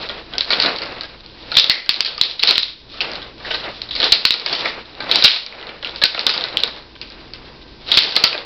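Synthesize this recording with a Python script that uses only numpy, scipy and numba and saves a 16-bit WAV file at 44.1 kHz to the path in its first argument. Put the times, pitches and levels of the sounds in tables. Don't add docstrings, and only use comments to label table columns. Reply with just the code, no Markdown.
import sys
import numpy as np
from scipy import signal
from scipy.fft import rfft, irfft
from scipy.io import wavfile
from scipy.ndimage import uniform_filter1d
from numba import njit

SR = 44100
rng = np.random.default_rng(int(sys.argv[2]) if len(sys.argv) > 2 else 0)


def volts_from_decibels(level):
    exponent = np.asarray(level, float) / 20
    return 10 ** exponent


def transcribe(signal):
    frames = np.atleast_2d(signal).T
    limited = np.clip(frames, -1, 1)
    pcm = np.round(limited * 32767).astype(np.int16)
    wavfile.write(sys.argv[1], SR, pcm)


N = 372644

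# [t/s at full speed, held/s, scrape level/dB, rumble level/dB]
STROKES = [(0.0, 0.031, -33, -33), (0.12, 0.058, -42, -34.5), (0.333, 0.049, -45, -35),
           (0.518, 0.22, -33, -27.5), (0.82, 0.15, -39, -31.5), (1.2, 0.57, -56, -50.5),
           (1.531, 0.12, -30.5, -36), (1.748, 0.013, -46, -39.5), (1.95, 0.17, -39.5, -37),
           (2.26, 0.049, -29.5, -41.5), (2.5, 0.014, -18, -31), (2.92, 0.22, -39.5, -44),
           (3.039, 0.09, -42, -30), (3.47, 0.12, -33, -31.5), (3.75, 0.11, -40.5, -45.5),
           (4.014, 0.039, -23.5, -24), (4.13, 0.065, -31.5, -34.5), (4.499, 0.18, -26.5, -29),
           (4.8, 0.27, -47.5, -45.5), (5.029, 0.18, -49, -31), (5.158, 0.03, -17.5, -31.5),
           (5.4, 0.049, -45, -43.5), (5.601, 0.13, -46, -37), (5.88, 0.29, -38, -37.5),
           (6.2, 0.29, -40, -34), (6.36, 0.36, -39.5, -33), (7.901, 0.062, -26.5, -32.5),
           (7.98, 0.11, -26.5, -35), (8.17, 0.04, -33, -29.5), (8.32, 0.065, -42.5, -31),
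           (0.2, 0.1, -50.5, -59), (1.1, 0.023, -43.5, -44), (1.38, 0.16, -42, -48),
          (3.22, 0.045, -44.5, -39.5), (3.66, 0.0084, -33.5, -31), (4.72, 0.018, -53.5, -39.5),
          (5.52, 0.024, -44, -39), (6.7, 0.058, -42, -42.5), (6.82, 0.093, -58, -54),
          (3.41, 0.03, -44, -42.5), (4.35, 0.064, -41, -38), (7.0, 0.38, -51.5, -46), (7.4, 0.35, -51, -50)]
SPEED_UP_DB_S, SLOW_DOWN_DB_S = 226.5, 117
IDLE_SCRAPE_DB, IDLE_RUMBLE_DB = -50.5, -61

# [f/Hz, level/dB per Hz]
CRACK_SPECTRUM = [(500, -61.5), (900, -19), (1600, -14), (2400, -5.5), (3200, -1), (4000, 3.5), (4700, -2),
                  (5300, -7), (5750, -12.5), (6200, -18.5), (7000, -40), (9000, -63.5)]
# [f/Hz, level/dB per Hz]
RUMBLE_SPECTRUM = [(71, -53), (120, -12), (200, -10.5), (271, -7), (400, -5), (475, -1.5), (997, -6),
                   (2200, -8.5), (2860, -9), (4840, -120)]
# [f/Hz, level/dB per Hz]
HUM_SPECTRUM = [(15, -29.5), (25, 6), (54, -3), (186, -8.5), (338, -4), (701, -16.5), (786, -19),
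                (987, -11.5), (1360, -29.5), (3970, -24), (4880, -15.5), (5860, -28), (7620, -54.5),
                (12900, -120)]
HUM_DB = -43.5
# [f/Hz, level/dB]
MOTOR_PARTIALS = [(55.6, -49), (118, -53.5), (151, -58), (221, -56.5), (323, -56), (1560, -62)]
# [f/Hz, T60/s, level/dB]
RINK_MODES = [(255, 0.07, -16), (343, 0.12, -11), (405, 0.08, -13.5), (480.5, 0.1, -4), (550, 0.038, 2.5),
              (655, 0.056, 4), (783, 0.023, -8.5), (940, 0.09, -2.5), (1232, 0.043, 6), (1480, 0.15, 2.5),
              (1730, 0.052, -0.5), (1992, 0.075, 2.5), (2300, 0.042, 8.5)]

# [t/s, peak level/dB, ring f/Hz, thud level/dB re clack, contact/ms]
SHOTS = [(1.5685, 23, 3610, -46, 4.1), (1.5852, 9.5, 4090, -47.5, 0.9), (1.5963, 4.5, 5080, -37.5, 1.2),
         (1.6967, 14.5, 4080, -38.5, 2.2), (1.8918, 10, 4276, -67, 2), (2.0057, 8, 4305, -56, 1.7),
         (2.2121, 11.5, 3670, -50, 3.2), (2.4339, 5, 4400, -23.5, 2.4), (2.5084, 7, 3870, -27.5, 3),
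         (2.5796, 10.5, 3900, -42, 1.3), (4.1209, 17, 4050, -31, 6.4), (4.2515, 16.5, 4100, -36, 3.3),
         (4.3063, 9.5, 3830, -50.5, 0.89), (5.157, 10, 4070, -46.5, 2), (5.2389, 4.5, 5170, -37.5, 3.1),
         (5.2571, 12.5, 3740, -37.5, 2.2), (6.0364, 13, 4090, -26, 4.4), (6.2658, 15.5, 3510, -29, 2.1),
         (6.5706, 7, 3150, -47.5, 1.6), (6.6346, 8.5, 3600, -24.5, 2.4), (7.9161, 3.5, 3330, -25, 2.8),
         (7.9727, 15.5, 4400, -34.5, 3.2), (8.1635, 14, 4050, -24, 2.4), (8.238, 17.5, 4280, -26, 5.1)]
# [t/s, peak level/dB, ring f/Hz, thud level/dB re clack]
BOUNCES = [(0.381, 0.5, 4960, -25), (0.407, 1, 3910, -24.5), (0.5227, -2, 4200, -11), (0.623, 0, 4280, -17),
           (0.6454, -7.5, 3850, -4.5), (1.5523, -4.5, 3550, -18.5), (1.5795, -3, 3960, -36),
           (1.6418, 1.5, 3660, -22), (1.907, -17, 3940, -40), (2.311, -10.5, 3830, -42),
           (2.4244, -9.5, 3200, -20), (2.4514, -8, 4100, -19.5), (2.4888, -4, 3500, -46),
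           (2.5555, -2.5, 3330, -25.5), (2.6298, -3.5, 3640, -42), (3.8161, -9, 4040, -45),
           (4.0176, -2.5, 3120, -19.5), (4.0414, 0.5, 4250, -25), (4.339, -3, 4160, -17),
           (4.4612, -2, 4220, -11.5), (5.1127, 4, 3850, -19), (5.223, 0.5, 3720, -16),
           (5.2434, 21.5, 4800, -32.5), (5.2644, -17, 4690, -31), (6.0535, 2, 4240, -34),
           (6.3773, -2.5, 3890, -61), (5.093, -14, 3600, -2), (6.4387, -2.5, 3880, -15),
           (7.9374, -10, 3560, -26), (7.9764, -2.5, 4080, -21), (7.9874, 4, 3960, -43)]
# [t/s, peak level/dB, ring f/Hz, thud level/dB re clack]
SHAKES = [(0.0935, -12, 3300, -4.5), (0.5032, -3, 4020, -6.5), (0.5989, 0.5, 4050, -12),
          (0.818, -12, 4220, -7), (1.5161, -8, 4020, -10.5), (2.0476, -6.5, 4140, -23),
          (2.0745, -12, 3370, -14), (2.2344, -6, 3940, -29), (2.3929, -9, 3930, -24),
          (2.4722, 1, 4070, -18), (2.6805, -19.5, 3530, -15.5), (3.0046, -4.5, 2740, -15),
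          (3.2175, -20.5, 3430, -10), (3.5058, -8.5, 3000, -7.5), (3.5419, -11, 3990, -7),
          (3.6385, -17, 3240, -6), (3.9077, -12.5, 3470, -16.5), (3.9513, -9, 4020, -16),
          (4.0281, -2.5, 3520, -5), (4.527, -4.5, 4400, -12.5), (5.0029, -15.5, 3850, -3),
          (5.3047, -13, 4150, -50), (5.36, -9.5, 3800, -15.5), (5.69, -20.5, 3000, -5),
          (6.0161, -5, 3650, -8), (6.2925, -5, 4330, -13.5), (6.3379, -9, 4470, -9),
          (7.887, -15.5, 3430, -6), (7.9472, -4.5, 3500, -27), (8.1539, -9, 4440, -17)]
# [t/s, peak level/dB, ring f/Hz]
TICKS = [(0.7608, -9, 3880), (0.921, -24.5, 4200), (1.009, -9, 4080), (1.261, -20.5, 4120),
         (1.6635, -22.5, 4550), (1.9609, -12, 3980), (2.6264, -15, 4760), (3.1154, -15.5, 4710),
         (3.1543, -14, 4000), (4.001, -1, 3920), (4.656, -6.5, 2300), (4.855, -26.5, 3650),
         (4.3204, -7.5, 4020), (5.121, -3, 3240), (5.2326, -4, 4070), (5.3164, -6.5, 3470),
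         (5.3312, -12, 3770), (5.4624, -15, 4730), (5.846, -9, 2850), (5.9593, -13.5, 4020),
         (6.1922, -4, 4200), (6.2093, -12, 3960), (6.527, -20, 3530), (6.6758, -11.5, 3930),
         (7.0137, -12.5, 4260), (7.1009, -20.5, 4500), (7.3349, -13.5, 4300), (8.0393, -6.5, 4140),
         (0.4845, -20, 4100), (1.9535, -16, 3900), (2.4478, -7, 3890), (6.5918, -13.5, 3200),
         (1.5415, -9, 3790), (1.5655, -8, 3610), (2.429, -1.5, 4530), (3.0098, -4, 4100),
         (3.8885, -21, 3800), (3.931, -32, 3800), (5.1468, -6, 4000), (7.9712, 4, 4100),
         (8.1095, -13, 4040), (8.328, -9.5, 2530), (8.3773, -12.5, 3460)]
# [t/s, peak level/dB, ring f/Hz, thud level/dB re clack]
KNOCKS = [(0.178, -24, 3370, -15), (0.3276, -22.5, 3390, -13), (0.336, -14.5, 3160, -5),
          (0.4929, -17, 4620, -7.5), (0.5324, -2, 3410, -20), (0.6324, -2.5, 3980, -17),
          (0.6594, -1, 3950, -15.5), (1.033, -17, 4150, -6), (1.8606, -20.5, 4440, -14.5),
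          (2.1782, -12, 4380, -22), (2.9401, -29.5, 4500, 1), (3.4005, -29.5, 2900, 5),
          (3.448, -19.5, 1770, -20), (4.652, -15.5, 2100, 2), (4.765, -32, 2300, -8),
          (5.6262, -21.5, 2950, -4), (5.8266, -14.5, 3180, -8), (6.1458, -9.5, 3780, -7),
          (6.1762, -11, 2690, -5.5), (6.4093, -8, 3670, -17), (6.953, -29, 3060, -9),
          (8.1217, -9.5, 3510, -15), (8.3426, -17.5, 4120, 1)]
# [t/s, peak level/dB, ring f/Hz]
POSTS = [
    (1.7, -12, 2010),
    (1.735, -16, 2130),
    (1.785, -22, 2050),
    (2.18, -22.5, 1240),
    (4.6477, -15.5, 1930),
    (7.0137, -22, 2600),
]
# [t/s, peak level/dB, ring f/Hz]
RATTLES = [(0.0884, -17.5, 4180), (0.1504, -31.5, 4260), (0.4756, -22.5, 3980), (0.7853, -15, 4240),
           (0.9828, -27, 3200), (1.9414, -12.5, 3910), (2.1314, -23, 3660), (2.6964, -20.5, 3890),
           (2.9542, -31, 3630), (2.9724, -30, 3840), (3.047, -26, 2310), (3.0724, -32, 2490),
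           (3.134, -18.5, 4160), (3.7133, -32, 3880), (4.397, -15, 4270), (4.4754, -11.5, 3450),
           (4.6073, -14.5, 3670), (4.9503, -27, 3680), (5.3068, -9, 4080), (5.3434, -10.5, 4080),
           (5.3877, -18, 3660), (5.524, -28.5, 2260), (5.5876, -32, 2350), (5.612, -27, 2890),
           (5.669, -21.5, 3770), (5.8603, -20, 2410), (5.8713, -14.5, 3270), (5.8933, -19, 3410),
           (6.2316, -20.5, 4050), (6.4847, -19, 3980), (6.6022, -13, 3990), (6.7634, -28.5, 3940),
           (6.8224, -32, 3890), (7.1203, -27, 3940), (7.871, -25.5, 3470), (7.92, 2.5, 3500),
           (7.9275, -7.5, 3680), (7.9408, -3.5, 3500), (7.9803, 3, 3220), (8.0217, -8.5, 4100),
           (8.0342, -8, 4220), (8.0915, -16, 4400), (8.276, -10, 3700), (8.2959, -20, 3950)]

SHOT_SHIVER_DB, SHIVER_PER_DB = -27, -0.17
BOUNCE_MS, BOUNCE_SHIVER_DB = 2.9, -17
SHAKE_MS, SHAKE_SHIVER_DB = 2.9, 3
TICK_THUD_DB, TICK_MS, TICK_SHIVER_DB = -20, 2.3, -14
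KNOCK_MS, KNOCK_SHIVER_DB = 2.6, -11
POST_THUD_DB, POST_MS, POST_SHIVER_DB = -22, 1.7, 19
RATTLE_LIFT_DB, RATTLE_THUD_DB, RATTLE_MS, RATTLE_SHIVER_DB = 4, -24.5, 1.2, -19.5

WANDER_RAD = 0.6
ZONES = 3
ROOM_T60_S, ROOM_DB, ECHO_DB = 0.4, -17, -24


def level(x, db):
    return x * volts_from_decibels(db) / np.sqrt(np.mean(x ** 2))


def colour(x, spectrum):
    hz, db = np.transpose(spectrum)
    size = 8192
    grid = np.log(np.arange(size // 2 + 1) * SR / size + 1)
    log_gain = np.interp(grid, np.log(hz), np.maximum(db, -70)) * np.log(10) / 20
    cepstrum = irfft(log_gain)
    cepstrum[1:size // 2] *= 2
    cepstrum[size // 2:] = 0
    impulse = irfft(np.exp(rfft(cepstrum)))
    return signal.fftconvolve(x, impulse)[:len(x)]


def walk(rate_hz):
    k = int(SR / rate_hz)
    return uniform_filter1d(np.repeat(rng.standard_normal(N // k + 1), k), k)[:N]


def fade(t, t60):
    return np.exp(-np.log(1000) * t / t60)


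def strokes():
    t = np.arange(0, N + 64, 64) / SR
    s, held, scrape_db, rumble_db = np.array(STROKES).T[:, :, None]
    rising_db = -SPEED_UP_DB_S * np.maximum(s - t, 0)
    falling_db = -SLOW_DOWN_DB_S * np.maximum(t - s - np.abs(held), 0)

    def gain(db, idle_db):
        power = (volts_from_decibels(db + rising_db + falling_db) ** 2).sum(0) + volts_from_decibels(idle_db) ** 2
        return np.interp(np.arange(N) / SR, t, np.sqrt(power))

    return gain(scrape_db, IDLE_SCRAPE_DB), gain(rumble_db, IDLE_RUMBLE_DB)


def slides():
    scraping, rumbling = strokes()
    sparse = rng.random(N) < 1500 / SR
    tick_db = np.minimum(1.9 * rng.exponential(size=N), 10)
    ticks = sparse * volts_from_decibels(tick_db) * rng.standard_normal(N)
    rub = level(ticks, -13.5) + level(rng.standard_normal(N), -11.5)
    scrape = level(colour(rub, CRACK_SPECTRUM), 0) * scraping * volts_from_decibels(2.6 * walk(55))
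    rumble = level(colour(rub[::-1], RUMBLE_SPECTRUM), 0) * rumbling * volts_from_decibels(2.6 * walk(30))
    return scrape + rumble


@njit
def follow(x, attack, release):
    y, e = np.empty(len(x)), 0.
    for i in range(len(x)):
        e += (abs(x[i]) - e) * (attack if abs(x[i]) > e else release)
        y[i] = e
    return y


def hum(play):
    t = np.arange(N) / SR
    air = level(colour(rng.standard_normal(N), HUM_SPECTRUM), HUM_DB) * volts_from_decibels(1.2 * walk(4.1))
    motor = np.zeros(N)
    for hz, db in MOTOR_PARTIALS:
        strength = volts_from_decibels(db + 1.5 + 1.1 * walk(6.6))
        motor += strength * np.sin(2 * np.pi * hz * t + 0.4 * walk(6.3))
    busy = follow(play, 1 / (0.013 * SR), 1 / (0.4 * SR))
    return (air + motor) * (1 + (busy / volts_from_decibels(-9.5)) ** 2) ** -0.7


def blows():
    rows = [tuple(r) + (SHOT_SHIVER_DB + SHIVER_PER_DB * (r[1] - 8),) for r in SHOTS]
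    kinds = ((BOUNCES, (BOUNCE_MS, BOUNCE_SHIVER_DB)),
             (SHAKES, (SHAKE_MS, SHAKE_SHIVER_DB)),
             (TICKS, (TICK_THUD_DB, TICK_MS, TICK_SHIVER_DB)),
             (KNOCKS, (KNOCK_MS, KNOCK_SHIVER_DB)),
             (POSTS, (POST_THUD_DB, POST_MS, POST_SHIVER_DB)))
    for table, shared in kinds:
        rows += [tuple(r) + shared for r in table]
    rattle = (RATTLE_THUD_DB, RATTLE_MS, RATTLE_SHIVER_DB)
    rows += [(s, db + RATTLE_LIFT_DB, hz) + rattle for s, db, hz in RATTLES]
    return rows


def even(noise, shape):
    burst = noise * shape
    head, head_shape = burst[:1024], shape[:1024]
    for _ in range(5):
        spectrum = rfft(head)
        head = irfft(spectrum / (np.abs(spectrum) + 1e-9))
        head = np.sign(head) * np.abs(head) ** 0.6 * head_shape
    head = head * np.sqrt(np.sum(head_shape ** 2) / np.sum(head ** 2))
    return np.concatenate([head, burst[1024:]])


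def rink_modes(t, chance):
    hz, t60, mode_db = np.array(RINK_MODES).T[:, :, None]
    slips = WANDER_RAD * rng.standard_normal((len(RINK_MODES), len(t) // 128 + 1)).cumsum(axis=1)
    slips = uniform_filter1d(np.repeat(slips, 128, axis=1)[:, :len(t)], size=128)
    tones = np.sin(2 * np.pi * hz * (1 + 0.054 * chance[1]) * t + slips)
    return (volts_from_decibels(mode_db + 3.1 * chance[0]) * tones * fade(t, 1.06 * t60)).sum(0)


def clacks():
    out, t = np.zeros((ZONES, N + SR)), np.arange(SR // 5) / SR
    for k, (s, db, ring_hz, thud_db, ms, shiver_db) in enumerate(blows()):
        noise = rng.standard_normal(len(t))
        chance = rng.standard_normal((2, len(RINK_MODES), 1))
        contact_s = np.clip(ms, 1, 7) / 1000
        contact = np.minimum(t / 0.0003, 1) * np.exp(-(t / contact_s) ** 2.6)
        bounces = volts_from_decibels(2.8 * np.repeat(rng.standard_normal(len(t) // 128 + 1), 128)[:len(t)])
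        shiver = bounces * np.minimum(t / 0.001, 1) * (fade(t, 0.092) + volts_from_decibels(-5.0) * fade(t, 0.41))
        hit = even(noise, contact)
        shaking = noise * volts_from_decibels(shiver_db + 5.0) * shiver
        struck = hit + shaking * np.clip((2700 - ring_hz) / 600, 0.25, 1)
        ring = signal.iirpeak(ring_hz, 4.0, SR)
        ringing = signal.lfilter(*ring, signal.lfilter(*ring, struck))
        ring_db = 1.5 + 14 * max(np.log2(2800 / ring_hz), 0)
        blow = level(colour(hit + shaking, CRACK_SPECTRUM), 0) + level(ringing, ring_db)
        thud = volts_from_decibels(thud_db - 13.0) * np.minimum(t / 0.0052, 1) * rink_modes(t, chance) * bounces ** 1.2
        i = int(s * SR)
        out[k % ZONES, i:i + len(t)] += volts_from_decibels(db - 0.5) * (blow / np.abs(blow).max() + thud)
    return out[:, :N]


def room(x):
    t = np.arange(SR // 2) / SR
    tail = rng.standard_normal(len(t)) * fade(t, ROOM_T60_S) * np.clip(t / 0.0083, 0, 1)
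    tail = volts_from_decibels(ROOM_DB) * tail / np.sqrt(np.sum(tail ** 2))
    lags_s = np.array([.0035, .0058, .0085, .0117, .015, .02, .026, .033, .041]) * (1 + 0.15 * rng.random())
    signs = np.sign(rng.standard_normal(len(lags_s)))
    echoes = np.zeros(len(t))
    echoes[(lags_s * SR).astype(int)] = volts_from_decibels(ECHO_DB) * fade(lags_s, 0.41) * signs
    return x + signal.fftconvolve(x, echoes + tail)[:N]


def scene():
    play = sum(room(zone) for zone in clacks()) + slides()
    return (play + hum(play))[None]


def band_limit(x):
    return signal.sosfilt(signal.butter(12, 6750, fs=SR, output="sos"), x)


def record(dry):
    low_pass = signal.cheby2(8, 55, 7400, fs=SR, output="sos")
    narrow = signal.sosfilt(low_pass, 5 * np.tanh(dry / 5))
    busy = follow(narrow[0], 1 / (0.029 * SR), 1 / (0.07 * SR))
    narrow = narrow * (1 + (busy / volts_from_decibels(1.5)) ** 2) ** -0.35
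    clipped = np.clip(narrow, -0.99, 0.99)
    lean = np.tanh(np.abs(narrow - clipped) / 0.7)
    clipped = clipped - 0.36 * lean + 0.1 * uniform_filter1d(lean, size=120)
    high_pass = signal.butter(6, 7400, "high", fs=SR, output="sos")
    overtones = signal.sosfiltfilt(high_pass, clipped)
    clipped = signal.filtfilt(*signal.iirnotch(6800, 9, SR), clipped) + 0.8 * overtones
    top_cut = signal.ellip(6, 0.1, 25, 15800, fs=SR, output="sos")
    top = signal.sosfiltfilt(top_cut, clipped)
    mix = np.clip(top, -1, 1) - 0.001
    return band_limit(mix)


dry = scene()
out = record(dry)
transcribe(out)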